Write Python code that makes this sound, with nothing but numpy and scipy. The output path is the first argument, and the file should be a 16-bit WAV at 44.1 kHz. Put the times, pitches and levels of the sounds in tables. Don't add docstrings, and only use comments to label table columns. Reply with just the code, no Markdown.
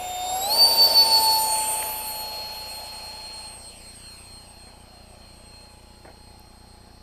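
import sys
import numpy as np
from scipy import signal
from scipy.fft import rfft, irfft, next_fast_len
from scipy.io import wavfile
from scipy.ndimage import uniform_filter1d, map_coordinates

SR = 44100
rng = np.random.default_rng(int(sys.argv[2]) if len(sys.argv) > 2 else 0)


def output_pcm(signal):
    pcm = np.clip(np.atleast_2d(signal).T, -1, 1) * 32767
    wavfile.write(sys.argv[1], SR, np.round(pcm).astype(np.int16))


N = 309582

# time_s, shaft_hz
FAN_SPEED = [(0, 731), (0.2, 730), (0.3, 737.6), (0.4, 758), (0.44, 776), (0.5, 839), (0.55, 905),
             (0.59, 916.2), (0.75, 912), (1, 900), (1.17, 890), (1.56, 874.8), (1.8, 869), (2.3, 859.8),
             (3.15, 851.5), (3.6, 848.3), (5.4, 844.4), (7.02, 846.3)]
# shaft_multiple, level_db
UNEVEN_BLADES = [(2, -22), (3, -13.5), (4, -20.5), (6, -21.5), (7, -43), (8, -16.5), (9, -21), (11, -38),
                 (12, -42), (20, -6)]
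# freq_hz, relative_level_db
ROAR_SPECTRUM = [(100, -35), (200, -21), (330, -19.5), (440, -8.5), (600, 0.5), (760, 1), (950, -5),
                 (1150, -13), (1600, -22.5), (2200, -29), (4000, -39)]
NEAR_ROAR_SPECTRUM = [(130, -35), (240, -5.5), (350, -8.5), (520, 0), (700, 0.5), (1000, -46),
                      (1400, -11.5), (2200, -25.5)]
RUSH_SPECTRUM = [(700, -10.5), (1300, -4), (1800, -7.5), (2150, -5), (2600, 2), (3150, 0.5), (3700, -11),
                 (4350, -2.5), (4900, -13), (5600, -7), (6300, -14.5), (7500, -21), (12000, -44)]
TURBULENCE_SPECTRUM = [(3000, -21), (3800, -4.5), (4100, -7.5), (4400, -1), (4720, -0.5), (5050, -2.5),
                       (5300, -7), (5580, -3.5), (5900, -13), (6500, -21.5)]
HISS_SPECTRUM = [(4000, -31), (6400, -9.5), (7000, -4.5), (7700, -2.5), (8500, 2), (9100, -1), (9800, -1.5),
                 (10500, -16), (12000, -17)]
FIZZ_SPECTRUM = [(9000, -31), (10400, -4), (11000, 4), (11600, 2), (12400, 2), (13100, -1.5), (13600, 0.5),
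                 (14200, -13), (15200, -6)]
FIELD_SPECTRUM = [(25, -1.5), (55, -5.5), (100, -2.5), (160, -7.5), (300, -11.5), (470, -14.5),
                  (800, -11.5), (1300, -16.5), (3000, -24.5), (6000, -33), (12000, -48), (15000, -38)]
BODY_SPECTRUM = [(100, -1), (350, -1), (650, 8), (1200, -6.5), (2200, -4.5), (3000, -40), (10000, -43)]

# angle_deg, half_width_deg, level_db
BLADE_TONE_LOBES = [(132, 4.8, -31.5), (125.65, 1.94, -26), (121.6, 2.5, -20.5), (115.6, 4.84, -13),
                    (109.1, 4.2, -20.5), (99.6, 6.5, -13), (90.9, 3.07, -21), (81.96, 6.34, -12.5),
                    (72.7, 6.1, -23.5), (64.54, 5.8, -14), (51.36, 8.9, -17.5), (36.25, 8.2, -25),
                    (23.6, 6.6, -32.5), (14.75, 5.7, -22), (7.017, 7, -22.5)]
# angle_deg, level_db
IMBALANCE_BEAM = [(2.5, -31), (3, -32), (3.3, -28.5), (5, -39), (14, -30), (35, -23), (54, -21), (90, -33),
                  (120, -31.5), (128, -21), (133, -23), (136, -27.5)]
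# angle_deg, level_db
BLADE_SECOND_BEAM = [(2.5, -27), (4, -25), (6, -18), (7.2, -18.5), (8.3, -32), (10.7, -24.5), (13.5, -39),
                     (16, -28.5), (20, -24), (22, -33), (25, -18), (38, -21), (50, -27.5), (78, -32),
                     (100, -40), (115, -29), (122, -32), (127, -26), (136, -32.5)]
# angle_deg, level_db
BLADE_THIRD_BEAM = [(2.5, -52), (5, -35), (8, -42), (10.5, -27), (14, -34), (18, -22), (23.5, -21),
                    (30, -42), (42, -24.5), (70, -32), (95, -26), (127, -28.5), (136, -41)]
# angle_deg, roar_db, rush_db, turbulence_db, hiss_db, fizz_db
AIR_NOISE_BEAMS = [(2.5, -27.5, -38, -27.5, -37.5, -32), (3.48, -29.5, -30, -33.5, -34.5, -34.5),
                   (4.4, -29.5, -33, -34.5, -39.5, -37.5), (5.36, -31, -30, -31, -33.5, -36.5),
                   (8.904, -29, -30, -32.5, -35, -37), (15.1, -29, -31.5, -31.5, -36.5, -34),
                   (18.1, -30.5, -32, -40, -35.5, -25), (23.7, -28.5, -31, -43.5, -30, -24),
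                   (34.3, -32, -32.5, -39, -27, -28.5), (40.7, -33, -40.5, -29, -27, -32.5),
                   (62, -32.5, -39, -27.5, -34, -36), (82, -33.5, -39, -28, -38, -39),
                   (103, -32, -41.5, -29.5, -37.5, -38), (122, -31, -39, -31, -37, -37.5),
                   (131.5, -29.5, -39.5, -31, -38, -34.5), (135.8, -35.5, -34.5, -46, -41.5, -36)]

# time_s, gain_db
WHINE_WAVER = [(2.5, 0.5), (3.45, 1.5), (3.8, -6.5), (4.1, 0), (4.4, -1), (4.85, -5), (5.15, -3.5),
               (5.52, 4), (5.85, -2), (6.3, 2.5), (7.02, 0)]
# time_s, lag_ms
GROUND_LAG = [(0, 0), (3.3, .005), (3.47, .025), (3.58, .12), (3.98, .59), (4.22, .826), (4.49, 1.062),
              (5.11, 1.534), (5.37, 1.76), (5.82, 2.02), (6.15, 2.35), (7.02, 2.71)]
# time_s, level_db
SIDE_ECHO_LEVEL = [(0, -90), (1.7, -48), (2.2, -55.5), (3, -52), (3.42, -50), (3.7, -66), (4.5, -82),
                   (7.02, -86)]
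# centre_hz, width_hz, gain_db
PORT_RESPONSE = [(3750, 126, -6.5), (5350, 75, -2.5), (6420, 250, -2), (10250, 279, 2.5), (12260, 230, -10)]
# start_s, level_db, centre_hz, width_hz, t60_s
KNOCKS = [(0.319, -40, 100, 100, 0.17), (1.8264, -23.5, 1803, 2200, 0.018),
          (1.8924, -26.5, 1500, 1989, 0.011), (6.396, -38, 12300, 2400, .006)]
# start_s, level_db, t60_s
BODY_SCUFFS = [(4.671, -47, 0.22), (6.049, -39, 0.096), (6.078, -45.5, 0.22)]

ROLLING_S, TOP_M_PER_S, SPEED_UP_S = 0.079, 24.9, 1.846
PASS_S, PASS_M = 0.92, 5.527
FULL_HZ, THRUST_POWER = 905, 3
ABSORB_DB_PER_M = 0.0528
NEAR_DB, NEAR_SOAK_DB_PER_M = -33, 0.66
OVERTONE_DB = -29
SIDE_LINE_DB = -49.5
FRAME_HZ, TOP_HZ = 29.97, 15300


def amp(db):
    return 10 ** (np.asarray(db) / 20)


def unit(x):
    return x / np.sqrt(np.mean(x ** 2) + 1e-20)


def curves(rows):
    time_s, *columns = np.transpose(rows)
    return [np.interp(np.arange(N) / SR, time_s, column) for column in columns]


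def beams(rows, angle_deg):
    degrees, *columns = np.transpose(rows)
    return [np.interp(angle_deg, degrees, column) for column in columns]


def wobble(rate_hz):
    knots = rng.standard_normal(int(N * rate_hz / SR) + 4)
    return map_coordinates(knots, [np.arange(N) * rate_hz / SR], order=2)


def filtered(x, response):
    size = next_fast_len(N + SR // 2)
    return irfft(rfft(x, size) * response(np.fft.rfftfreq(size, 1 / SR)), size)[:N]


def noise(spectrum, patchy_db):
    grid = signal.stft(rng.standard_normal(N), nperseg=512)[2]
    patches = uniform_filter1d(rng.standard_normal(grid.shape), size=5, axis=0)
    patches = uniform_filter1d(patches, size=18, axis=1)
    patchy = signal.istft(grid * amp(patchy_db * unit(patches)), nperseg=512)[1][:N]
    freq_hz, level_db = np.transpose(spectrum)
    log_hz = np.log(freq_hz)
    return unit(filtered(patchy, lambda hz: amp(np.interp(np.log(hz + 1), log_hz, level_db))))


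def jet():
    speed_hz = uniform_filter1d(curves(FAN_SPEED)[0], size=700, mode="nearest")
    turns = np.cumsum(speed_hz) / SR
    distance_m, angle_deg = flight()
    gain = (speed_hz / FULL_HZ) ** THRUST_POWER * PASS_M / distance_m
    tones = gain * amp(curves(WHINE_WAVER)[0]) * whine(turns, distance_m, angle_deg)
    air = gain * airflow(distance_m, angle_deg)
    tones = over_ground(tones, share=0.72, weak_lag_ms=1.86, scatter_hz=8900, uneven_ms=0.004)
    air = over_ground(air, share=0.51, weak_lag_ms=4.0, scatter_hz=6700, uneven_ms=0.021)
    return tones + air + side_echo(turns)


def flight():
    def run_m(s):
        return TOP_M_PER_S * (s + SPEED_UP_S * np.exp(-(s + ROLLING_S) / SPEED_UP_S))

    past_m = run_m(np.arange(N) / SR) - run_m(PASS_S)
    return np.hypot(past_m, PASS_M), np.degrees(np.arctan2(PASS_M, past_m))


def absorbed(distance_m, hz):
    return ABSORB_DB_PER_M * distance_m * (hz / 10000) ** 2


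def partial(turns, order, scatter, fade_hz):
    stray = [wobble(fade_hz) + 0.38 * wobble(4 * fade_hz) for part in range(2)]
    gain = 1 + scatter * (stray[0] + 1j * stray[1])
    phase = 2 * np.pi * (order * turns + rng.random())
    return unit(np.real(gain * np.exp(1j * phase)))


def lobes(angle_deg):
    power = np.zeros(N)
    for centre_deg, half_width_deg, level_db in BLADE_TONE_LOBES:
        offset = (angle_deg - centre_deg) / half_width_deg
        inside = np.abs(offset) < 1
        power[inside] += (amp(level_db) * np.cos(np.pi / 2 * offset[inside])) ** 2
    return np.sqrt(power)


def whine(turns, distance_m, angle_deg):
    imbalance = partial(turns, order=1, scatter=0.08, fade_hz=30)
    imbalance += amp(OVERTONE_DB) * partial(turns, order=2, scatter=0.22, fade_hz=30)
    tones = amp(beams(IMBALANCE_BEAM, angle_deg)[0]) * imbalance
    tones += amp(SIDE_LINE_DB) * partial(turns, order=3, scatter=0.38, fade_hz=33)
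    tones += lobes(angle_deg) * partial(turns, order=5, scatter=0.1, fade_hz=31)
    second_db = beams(BLADE_SECOND_BEAM, angle_deg)[0] - absorbed(distance_m, hz=8400)
    tones += amp(second_db) * partial(turns, order=10, scatter=0.35, fade_hz=32)
    third_db = beams(BLADE_THIRD_BEAM, angle_deg)[0] - absorbed(distance_m, hz=12700)
    tones += amp(third_db) * partial(turns, order=15, scatter=0.54, fade_hz=38)
    weak = np.zeros(N)
    for order, level_db in UNEVEN_BLADES:
        weak += amp(level_db) * partial(turns, order, scatter=0.62, fade_hz=21)
    weak += amp(-10.5) * partial(turns, order=3, scatter=1.3, fade_hz=170)
    rush_db = beams(AIR_NOISE_BEAMS, angle_deg)[1]
    return tones + amp(rush_db) * weak


def airflow(distance_m, angle_deg):
    roar_db, rush_db, turbulence_db, hiss_db, fizz_db = beams(AIR_NOISE_BEAMS, angle_deg)
    near_db = NEAR_DB - NEAR_SOAK_DB_PER_M * distance_m
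    shimmer_db = 0.76 * wobble(26)
    hiss_db = hiss_db + 2 + shimmer_db - absorbed(distance_m, hz=8500)
    fizz_db = fizz_db + 2.5 + shimmer_db - absorbed(distance_m, hz=12000)
    air = amp(roar_db - 1.5) * noise(ROAR_SPECTRUM, patchy_db=1.5)
    air += amp(near_db) * noise(NEAR_ROAR_SPECTRUM, patchy_db=1.0)
    air += amp(rush_db - 0.24) * noise(RUSH_SPECTRUM, patchy_db=1.0)
    air += amp(turbulence_db - 2.0) * noise(TURBULENCE_SPECTRUM, patchy_db=1.9)
    air += amp(hiss_db) * noise(HISS_SPECTRUM, patchy_db=3.6)
    air += amp(fizz_db) * noise(FIZZ_SPECTRUM, patchy_db=1.5)
    return filtered(air, port)


def port(hz):
    return amp(sum(db * np.exp(-((hz - centre) / width) ** 2) for centre, width, db in PORT_RESPONSE))


def open_field():
    return amp(-56.0) * noise(FIELD_SPECTRUM, patchy_db=1.5)


def frame_ticks(lead_s=0.0011, width_s=0.00689, highpass_hz=75, lowpass_hz=520, block_db=-38):
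    jitter_s = 0.00028 * wobble(60)
    frames = (np.arange(N) / SR + lead_s + jitter_s) * FRAME_HZ
    block = (frames % 1 < width_s * FRAME_HZ) * amp(0.76 * wobble(30))

    def leak(hz):
        return 1j * hz / (highpass_hz + 1j * hz) / (1 + 1j * hz / lowpass_hz)

    return amp(block_db) * filtered(block, leak)


def struck(start_s, level_db, t60_s, rise_s):
    since_s = np.arange(N) / SR - start_s
    rise = np.clip(since_s / rise_s, 0, 1)
    return rise * amp(level_db - 60 * np.abs(since_s) / t60_s)


def clicks():
    out = np.zeros(N)
    for start_s, level_db, centre_hz, width_hz, t60_s in KNOCKS:
        hit = rng.standard_normal(N)
        band = unit(filtered(hit, lambda hz: np.exp(-((hz - centre_hz) / width_hz) ** 2)))
        out += struck(start_s, level_db, t60_s, rise_s=0.00048) * band
    return out


def side_echo(turns):
    side_turns = 1.0225 * turns
    echo = partial(side_turns, order=1, scatter=0.33, fade_hz=14)
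    echo += amp(-2) * partial(side_turns, order=5, scatter=1.9, fade_hz=78)
    return amp(curves(SIDE_ECHO_LEVEL)[0]) * echo


def over_ground(x, share, weak_lag_ms, scatter_hz, uneven_ms):
    lag_ms = curves(GROUND_LAG)[0]
    strength = share / (1 + (lag_ms / weak_lag_ms) ** 6)
    lag_ms = lag_ms + uneven_ms * np.tanh(lag_ms) * wobble(14)
    mirrored = filtered(x, lambda hz: 1 / (1 + (hz / scatter_hz) ** 4))
    late = map_coordinates(mirrored, [np.arange(N) - lag_ms * SR / 1000])
    return (x + strength * late) / (1 + share)


def bumps():
    level = sum(struck(start_s, db, t60_s, rise_s=0.00084) for start_s, db, t60_s in BODY_SCUFFS)
    return level * noise(BODY_SPECTRUM, patchy_db=0)


def scene():
    mono = jet() + open_field() + frame_ticks() + clicks() + bumps()
    return np.array([mono, mono])


def record(dry):
    return np.array([filtered(side, lambda hz: hz < TOP_HZ) for side in dry])


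dry = scene()
out = record(dry)
output_pcm(out)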